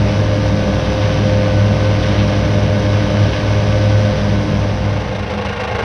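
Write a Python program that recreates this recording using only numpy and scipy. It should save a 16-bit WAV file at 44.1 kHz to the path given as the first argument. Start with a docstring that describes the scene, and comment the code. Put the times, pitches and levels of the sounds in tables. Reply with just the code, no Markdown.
"""A deep, throbbing hum of mower discs comes first, with a diesel drone and the hiss of cut grass.
A tractor drives front and rear disc mowers, heard from the front one; two conditioner rotors beat together.
Steady tones follow the turning parts; shaped noise and random clicks make the air, the grass and the steel.
A little sound from under the hood is there throughout; near the end it takes over, and a rotor beats the crop."""
import sys
import numpy as np
from scipy import signal
from scipy.fft import rfft, irfft
from scipy.io import wavfile
from scipy.ndimage import uniform_filter1d, minimum_filter1d

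SR = 44100
rng = np.random.default_rng(int(sys.argv[2]) if len(sys.argv) > 2 else 0)


def output_pcm(signal):
    """Save a mono or channel-first signal as 16-bit PCM at the path in sys.argv[1].

    Samples are clipped to [-1, 1] before scaling.
    """
    pcm = np.clip(np.atleast_2d(signal).T, -1, 1) * 32767
    wavfile.write(sys.argv[1], SR, np.round(pcm).astype(np.int16))


N = 257544
TIME = np.arange(N) / SR
BINS = np.fft.rfftfreq(N, 1 / SR)  # frequencies of the spectrum (Hz)

# Steady boom of the covers: f/Hz, relative level/dB
COVER_SPECTRUM = [(60, -44), (110, -27), (135, -4), (160, 3.5), (182, -5), (200, -5), (218, -3.5),
                  (240, -12), (300, -21.5), (600, -37.5), (3000, -69.5)]
# Air churned by the discs: f/Hz, relative level/dB
ROAR_SPECTRUM = [(10, -20), (25, -2.5), (50, -12), (85, 6), (130, 4), (240, -10), (350, -4), (450, -4.5),
                 (560, -2), (700, -5.5), (950, -14.5), (1300, -16.5), (2500, -19.5), (6000, -38)]
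# Speed of the engine: t/s, firings per second/Hz
FIRING_RATE = [(0, 100.3), (.3, 100.45), (.75, 100.15), (1.1, 100.45), (1.6, 100.2), (1.85, 100.45),
               (2.45, 100.55), (2.75, 100.2), (3.1, 100.4), (3.55, 100.9), (4.1, 100.55), (4.7, 100.05),
               (5.84, 99.9)]
# Engine tones: multiple of the firing rate, level/dB
ENGINE_TONES = [(1, -32), (3, -28.5), (4.5, -66), (6, -28.5), (7.5, -65), (9, -39), (9.5, -42.5), (12, -43),
                (15, -39), (15.5, -44), (16.5, -43), (38, -48), (49.5, -50)]
# Conditioner tones: multiple of the tine rate, front rotor level/dB, rear rotor level/dB
ROTOR_TONES = [(1, -25, -31), (2, -39.5, -41.5), (3, -34, -36), (4, -36, -37.5)]
# Share of the sound that comes from under the hood: t/s, share/0-1
HOOD_SHARE = [(3.7, 0.16), (4.1, 0.2), (4.5, 0.27), (4.8, 0.43), (5.05, 0.6), (5.3, 0.75), (5.6, 0.96),
              (5.84, 1)]
# Force of the crop rotor's four bars, in turn: force/dB
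BAR_FORCE = [1.5, 0, -.3, -1.5]
# Crop swishing against the hood: f/Hz, relative level/dB
SWISH_SPECTRUM = [(200, -13), (400, -22), (500, 3), (800, 0.5), (1100, -5), (1300, -6), (1550, -6),
                  (2000, -6.5), (2850, -8), (3100, -13), (3800, -13.5), (4300, -21.5), (6000, -30),
                  (15000, -33)]
# Fine bits sprayed under the hood: f/Hz, relative level/dB
SPRAY_SPECTRUM = [(1500, -18), (3500, -1.5), (6000, 0), (8000, 4), (10000, -5), (15000, -10)]
# Hollow ring of the steel hood: f/Hz, width/Hz, relative level/dB
STEEL_MODES = [(466, 51, 0.5), (494, 35, 2.5), (755, 51, -3), (850, 50, -1), (1068, 32, -3.5),
               (1123, 91, -12), (1432, 16, -8), (1583, 47, -5), (1830, 76, -11), (2127, 40, -6.5),
               (2750, 50, -9.5)]
# Rumble of the hood panels: f/Hz, relative level/dB
RUMBLE_SPECTRUM = [(10, -36), (30, -7), (60, 3), (82, 5), (112, 8), (145, -16), (203, -3), (240, -11.5),
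                   (370, -16), (470, -7), (700, -28), (950, -16), (1500, -21), (6000, -46)]
# How much grass is fed in, as cutting hiss before the STALKS_DB offset: t/s, level/dB
GRASS_FEED = [(0.0, -27), (0.7, -27.5), (1.0, -24), (1.7, -26), (2.15, -23), (2.7, -26.5), (3.35, -23.5),
              (3.7, -25.5), (3.9, -24.5), (4.4, -27), (4.8, -27.5)]
# Crackle of the stalks: f/Hz, relative level/dB
STALK_SPECTRUM = [(300, -23), (800, -2), (1100, 4), (1350, -3), (1520, -0.5), (1660, 1.5), (1800, 0),
                  (2150, 1), (2400, -1.5), (3100, 0.5), (4100, -6.5), (6000, -11), (15000, -24.5)]
# Sizzle of the leaves: f/Hz, relative level/dB
LEAF_SPECTRUM = [(1000, -14), (2500, -8.5), (4000, 1), (6000, 3.5), (15000, -6.5)]
# Thick tufts tearing through the blades: t/s, length/s, level/dB
TORN_TUFTS = [(0.095, 0.026, -30), (1.057, .025, -32), (2.036, 0.0098, -26.5), (2.204, 0.028, -27),
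              (2.644, .015, -36), (3.343, 0.024, -31), (3.847, 0.024, -37)]
# Rasp of the tearing tufts: f/Hz, relative level/dB
TEAR_SPECTRUM = [(500, -22), (1200, -3), (2400, 0), (3400, -2), (4500, -12.5), (8000, -27)]
# Speed of the front discs: t/s, blade passes per second/Hz
BLADE_RATE = [(0, 104.6), (.3, 104.2), (.75, 103.75), (1.1, 103.95), (1.45, 103.85), (1.9, 104.15),
              (2.45, 104.2), (2.8, 103.85), (3.15, 104.2), (3.65, 104.7), (4.2, 104.15), (4.6, 103.25),
              (5, 103.85), (5.84, 103.7)]
# Whine of the discs, before the whine_db offset: t/s, level/dB
WHINE_LEVEL = [(0.0, -23.5), (0.75, -22.5), (1.4, -20.5), (1.62, -23), (2.3, -24.0), (3.6, -25.5),
               (4.0, -23), (4.5, -26)]
# Weaker disc overtones: multiple of the blade-pass rate, level/dB
DISC_TONES = [(.5, -36.5), (1.5, -36), (2, -32.5), (3, -36), (4, -35.5), (7, -42.5), (8, -45.5), (10, -42),
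              (11, -44.5), (21, -44.5)]
# Blade hum, before the front and rear offsets: t/s, level/dB
HUM_LEVEL = [(0.0, -10.5), (0.7, -16), (0.82, -24), (0.94, -14.5), (1.65, -11), (2.1, -14.5), (2.98, -11.0),
             (3.07, -19), (3.22, -7.5), (3.33, -23.5), (3.45, -12.5), (4.0, -10), (4.2, -15.0), (4.85, -15),
             (5.35, -26.0), (5.84, -27)]
# Microphone in its closed case: f/Hz, gain/dB
CASE_RESPONSE = [(6000, 1), (6400, -9), (6900, -17), (7600, -20.5), (9000, -14.5), (9600, -18),
                 (10800, -17), (11800, -25), (13300, -29), (14500, -50.5)]

# Covers: boom level before the hood's change, and depth of its swaying (dB)
BOOM_DB, BOOM_SWAY_DB = -25, 1.44
# Octave drone: engine's part, rear discs' part, change when fully under the hood (dB)
DRONE_DB, REAR_OCTAVE_DB, HOOD_DRONE_DB = -29.5, -28, -6
# Depth (share) and rate (Hz) of the drone's flutter
DRONE_FLUTTER, DRONE_FLUTTER_HZ = .5, 9
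# Depth of the random flutter on the other tones (share)
WHINE_FLUTTER, OVERTONE_FLUTTER, ENGINE_FLUTTER = .1, .33, .4
# Front and rear rotors: tine passes per blade pass, and a moment when the two are near step (s)
ROTOR_GEARING, ROTORS_IN_STEP_S = (.6092, .6535), 2.43
# Crop rotor: bar rate (Hz), and a moment when a stroke of the first listed bar begins (s)
BARS_PER_S, BAR_START_S = 26.75, 5.293
# Crop flow between strokes, and steady sliding on the steel (shares of a full stroke)
LULL, SLIDING = .22, 2.4
# Hood spray: level (dB), sharpness of its strokes (power); flicker of the hood crop (dB)
SPRAY_DB, SPRAY_POWER, CROP_FLICKER_DB = -42, 2.0, .7
# Cutting: stalks relative to the feed, flicker of the feed, sizzle of the leaves (dB)
STALKS_DB, FEED_FLICKER_DB, SIZZLE_DB = -4.6, 1.05, -35
# Depth of the hiss's spurts at each blade pass, and at twice that rate (share)
SPURT, DOUBLE_SPURT = .12, .08
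# Rear discs: lag behind the front ones (passes per second), a moment when both are in step (s)
REAR_LAG_HZ, DISCS_IN_STEP_S = 3.0, 2.277
# Front and rear hum relative to HUM_LEVEL, flicker of the front hum, sway of the whine (dB)
FRONT_DB, REAR_DB, HUM_FLICKER_DB, WHINE_SWAY_DB = -4.3, -21.5, .7, 1.0
# Fade at both ends (s), upper band limit (Hz)
FADE_S, EDGE_HZ = .0005, 14500


def gain_of(db):
    """Turns decibels into an amplitude."""
    return 10 ** (np.asarray(db) / 20)


def evened(x):
    """Scales a sound to an average (rms) strength of 1."""
    return x / np.sqrt(np.mean(x ** 2) + 1e-20)


def curve(rows):
    """Draws straight lines between table points, giving a value at every sample."""
    return np.interp(TIME, *np.transpose(rows))


def coloured(x, spectrum):
    """Filters by a spectrum drawn on a log-frequency axis."""
    hz, db = np.transpose(spectrum)
    gain = gain_of(np.interp(np.log(BINS + 1), np.log(hz), db))
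    return irfft(rfft(x) * gain, N)


def noise(spectrum):
    """Makes noise of rms 1 with the given spectrum."""
    return evened(coloured(rng.standard_normal(N), spectrum))


def wander(rate_hz):
    """Drifts smoothly at random with rms 1, with little movement above the given rate."""
    frames = N // 64 + 2  # one value per 64 samples is enough for slow movement
    hz = np.fft.rfftfreq(frames, 64 / SR)
    smoothing = np.exp(-(hz / rate_hz) ** 2) * (hz > 0)
    slow = irfft(rfft(rng.standard_normal(frames)) * smoothing, frames)
    return np.interp(np.arange(N) / 64, np.arange(frames), evened(slow))


def turns_of(speed):
    """Adds up the cycles gone by at a changing speed."""
    return np.cumsum(curve(speed)) / SR


def rear_of(turns):
    """Counts blade passes of the rear mower, which falls steadily behind the front one."""
    return turns - REAR_LAG_HZ * (TIME - DISCS_IN_STEP_S)


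def partial(turns, multiple, flutter, flutter_hz):
    """Makes one tone of a turning shaft, rms 1, fluttering in level and phase."""
    angle = 2 * np.pi * (multiple * turns + rng.random())
    level_part = (1 + flutter * wander(flutter_hz)) * np.cos(angle)
    phase_part = flutter * wander(flutter_hz) * np.sin(angle)
    return evened(level_part + phase_part)


def snaps(per_s, spread_db):
    """Breaks stalks as random clicks, a few much larger than the rest."""
    size = gain_of(spread_db * np.minimum(rng.exponential(1, N), 5))
    happens = rng.random(N) < per_s / SR
    return evened(size * rng.choice([-1, 1], N) * happens)


def covers(inside, hood_db=-8):
    """The covers boom as low noise that sways slowly, and is quieter under the hood."""
    return gain_of(BOOM_DB + BOOM_SWAY_DB * wander(2) + hood_db * inside) * noise(COVER_SPECTRUM)


def roar(turns):
    """Air churned by the discs roars, pulsing with the blades."""
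    pulsing = 1 + 0.31 * np.cos(2 * np.pi * turns)
    return gain_of(-21.5 + 0.2 * wander(18)) * pulsing * noise(ROAR_SPECTRUM)


def engine():
    """The diesel sounds at multiples of its firing rate; the higher tones flutter faster."""
    turns = turns_of(FIRING_RATE)
    out = np.zeros(N)
    for multiple, db in ENGINE_TONES:
        out += gain_of(db) * partial(turns, multiple, ENGINE_FLUTTER, flutter_hz=8 + multiple)
    return out


def drone(turns, inside):
    """The octaves of the engine and of the rear discs lie close, so their drone swells and fades."""
    firing = partial(turns_of(FIRING_RATE), 2, DRONE_FLUTTER, DRONE_FLUTTER_HZ)
    blades = partial(rear_of(turns), 2, DRONE_FLUTTER, DRONE_FLUTTER_HZ)
    together = gain_of(DRONE_DB) * firing + gain_of(REAR_OCTAVE_DB) * blades
    return gain_of(HOOD_DRONE_DB * inside) * together


def conditioners(turns):
    """Two tine rotors, geared a little differently to the discs, beat against each other."""
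    turns = turns - np.interp(ROTORS_IN_STEP_S, TIME, turns)
    out = np.zeros(N)
    for multiple, *levels in ROTOR_TONES:
        for gearing, db in zip(ROTOR_GEARING, levels):
            angle = 2 * np.pi * multiple * gearing * turns + 0.1 * multiple * wander(4.5)
            out += gain_of(db + 2.0 * wander(2.3)) * evened(np.cos(angle))
    return out


def under_hood(rise=0.25, fall=0.78):
    """Each rotor bar throws a swish of crop against the steel hood and shakes it."""
    bars = (TIME - BAR_START_S) * BARS_PER_S
    age = bars % 1  # share of the stroke gone by; rise and fall are in the same unit
    bar = np.floor(bars).astype(int) % len(BAR_FORCE)
    dying = np.exp(-(np.maximum(age - rise, 0) / fall) ** 2)
    swish = gain_of(BAR_FORCE)[bar] * np.minimum(age / rise, 1) * dying

    bits = rng.standard_normal(N) + .5 * snaps(per_s=1600, spread_db=4.5)
    crop = gain_of(CROP_FLICKER_DB * wander(40)) * bits
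    swishes = gain_of(-27.5) * evened(coloured(crop * (LULL + swish), SWISH_SPECTRUM))
    # the spray of fine bits comes only with the stroke itself
    spray = gain_of(SPRAY_DB) * evened(coloured(swish ** SPRAY_POWER * crop, SPRAY_SPECTRUM))

    # crop keeps sliding along the steel between strokes
    steel = sum(gain_of(db) / np.sqrt(width) / (1 + 2j * (BINS - hz) / width)
                for hz, width, db in STEEL_MODES)
    ring = gain_of(-27.0) * evened(irfft(rfft(crop * (SLIDING + swish)) * steel, N))
    # the panels throb at three times the bar rate and rumble hardest on each stroke
    throb = gain_of(-32.5) * partial(bars, 3, flutter=.12, flutter_hz=6)
    rumble = gain_of(-28.5) * evened((1.0 + swish) * noise(RUMBLE_SPECTRUM))
    return swishes + spray + ring + throb + rumble


def cutting(turns):
    """Stalks crackle with the feed and leaves sizzle, in spurts at each blade pass; tufts tear with a rasp."""
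    spurts = 1 + SPURT * np.cos(2 * np.pi * turns) + DOUBLE_SPURT * np.cos(4 * np.pi * turns)
    breaks = rng.standard_normal(N) + 0.69 * snaps(per_s=2500, spread_db=3.0)
    stalk_gain = gain_of(curve(GRASS_FEED) + STALKS_DB + FEED_FLICKER_DB * wander(49))
    stalks = stalk_gain * evened(coloured(breaks * spurts, STALK_SPECTRUM))

    leaves = rng.standard_normal(N) + 0.64 * snaps(per_s=1200, spread_db=2.5)
    sizzle_gain = gain_of(SIZZLE_DB + .5 * wander(30))
    sizzle = sizzle_gain * evened(coloured(leaves * spurts, LEAF_SPECTRUM))

    tufts = sum(gain_of(db) * np.exp(-((TIME - s) / length) ** 2) for s, length, db in TORN_TUFTS)
    return stalks + sizzle + tufts * spurts * noise(TEAR_SPECTRUM)


def discs(turns, whine_db=-1.0):
    """The discs whine at five times the blade-pass rate, among weaker overtones."""
    whine_gain = gain_of(curve(WHINE_LEVEL) + whine_db + WHINE_SWAY_DB * wander(4))
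    out = whine_gain * partial(turns, 5, WHINE_FLUTTER, flutter_hz=9.4)
    for multiple, db in DISC_TONES:
        out += gain_of(db) * partial(turns, multiple, OVERTONE_FLUTTER, flutter_hz=7.1)
    return out


def blade_hum(turns):
    """Blades chop the air in a deep hum; the slightly slower rear mower makes it throb."""
    front_gain = gain_of(FRONT_DB + HUM_FLICKER_DB * wander(14))
    front = front_gain * evened(np.cos(2 * np.pi * turns))
    rear_gain = gain_of(REAR_DB + 0.64 * wander(3))
    rear = rear_gain * evened(np.cos(2 * np.pi * rear_of(turns)))
    return gain_of(curve(HUM_LEVEL)) * (front + rear)


def scene(hiss_fade=1.01, hood_rise=1.14):
    """The open-air sound gives way to the sound under the hood; hum, drone and boom carry to both."""
    turns = turns_of(BLADE_RATE)
    inside = np.clip(curve(HOOD_SHARE), 0, 1)
    machines = roar(turns) + engine() + conditioners(turns) + discs(turns)
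    outside = (1 - inside) * machines + (1 - inside) ** hiss_fade * cutting(turns)
    both_places = covers(inside) + drone(turns, inside) + blade_hum(turns)
    return (both_places + outside + inside ** hood_rise * under_hood())[None]


def record(dry):
    """The case dulls the treble, a limiter turns down the highest crests, and a filter cuts the top."""
    ends = np.minimum(np.minimum(TIME, TIME[::-1]) / FADE_S, 1)
    muffled = coloured(ends * dry[0], CASE_RESPONSE)
    headroom = np.minimum(gain_of(-2.6) / (abs(muffled) + 1e-9), 1)
    # hold the lowest gain around each crest, then smooth it (windows in samples)
    limited = muffled * uniform_filter1d(minimum_filter1d(headroom, size=500), size=500)
    low_pass = signal.firwin(511, EDGE_HZ, window=("kaiser", 9), fs=SR)
    return signal.oaconvolve(limited, low_pass, "same")[None]


dry = scene()
out = record(dry)
output_pcm(out)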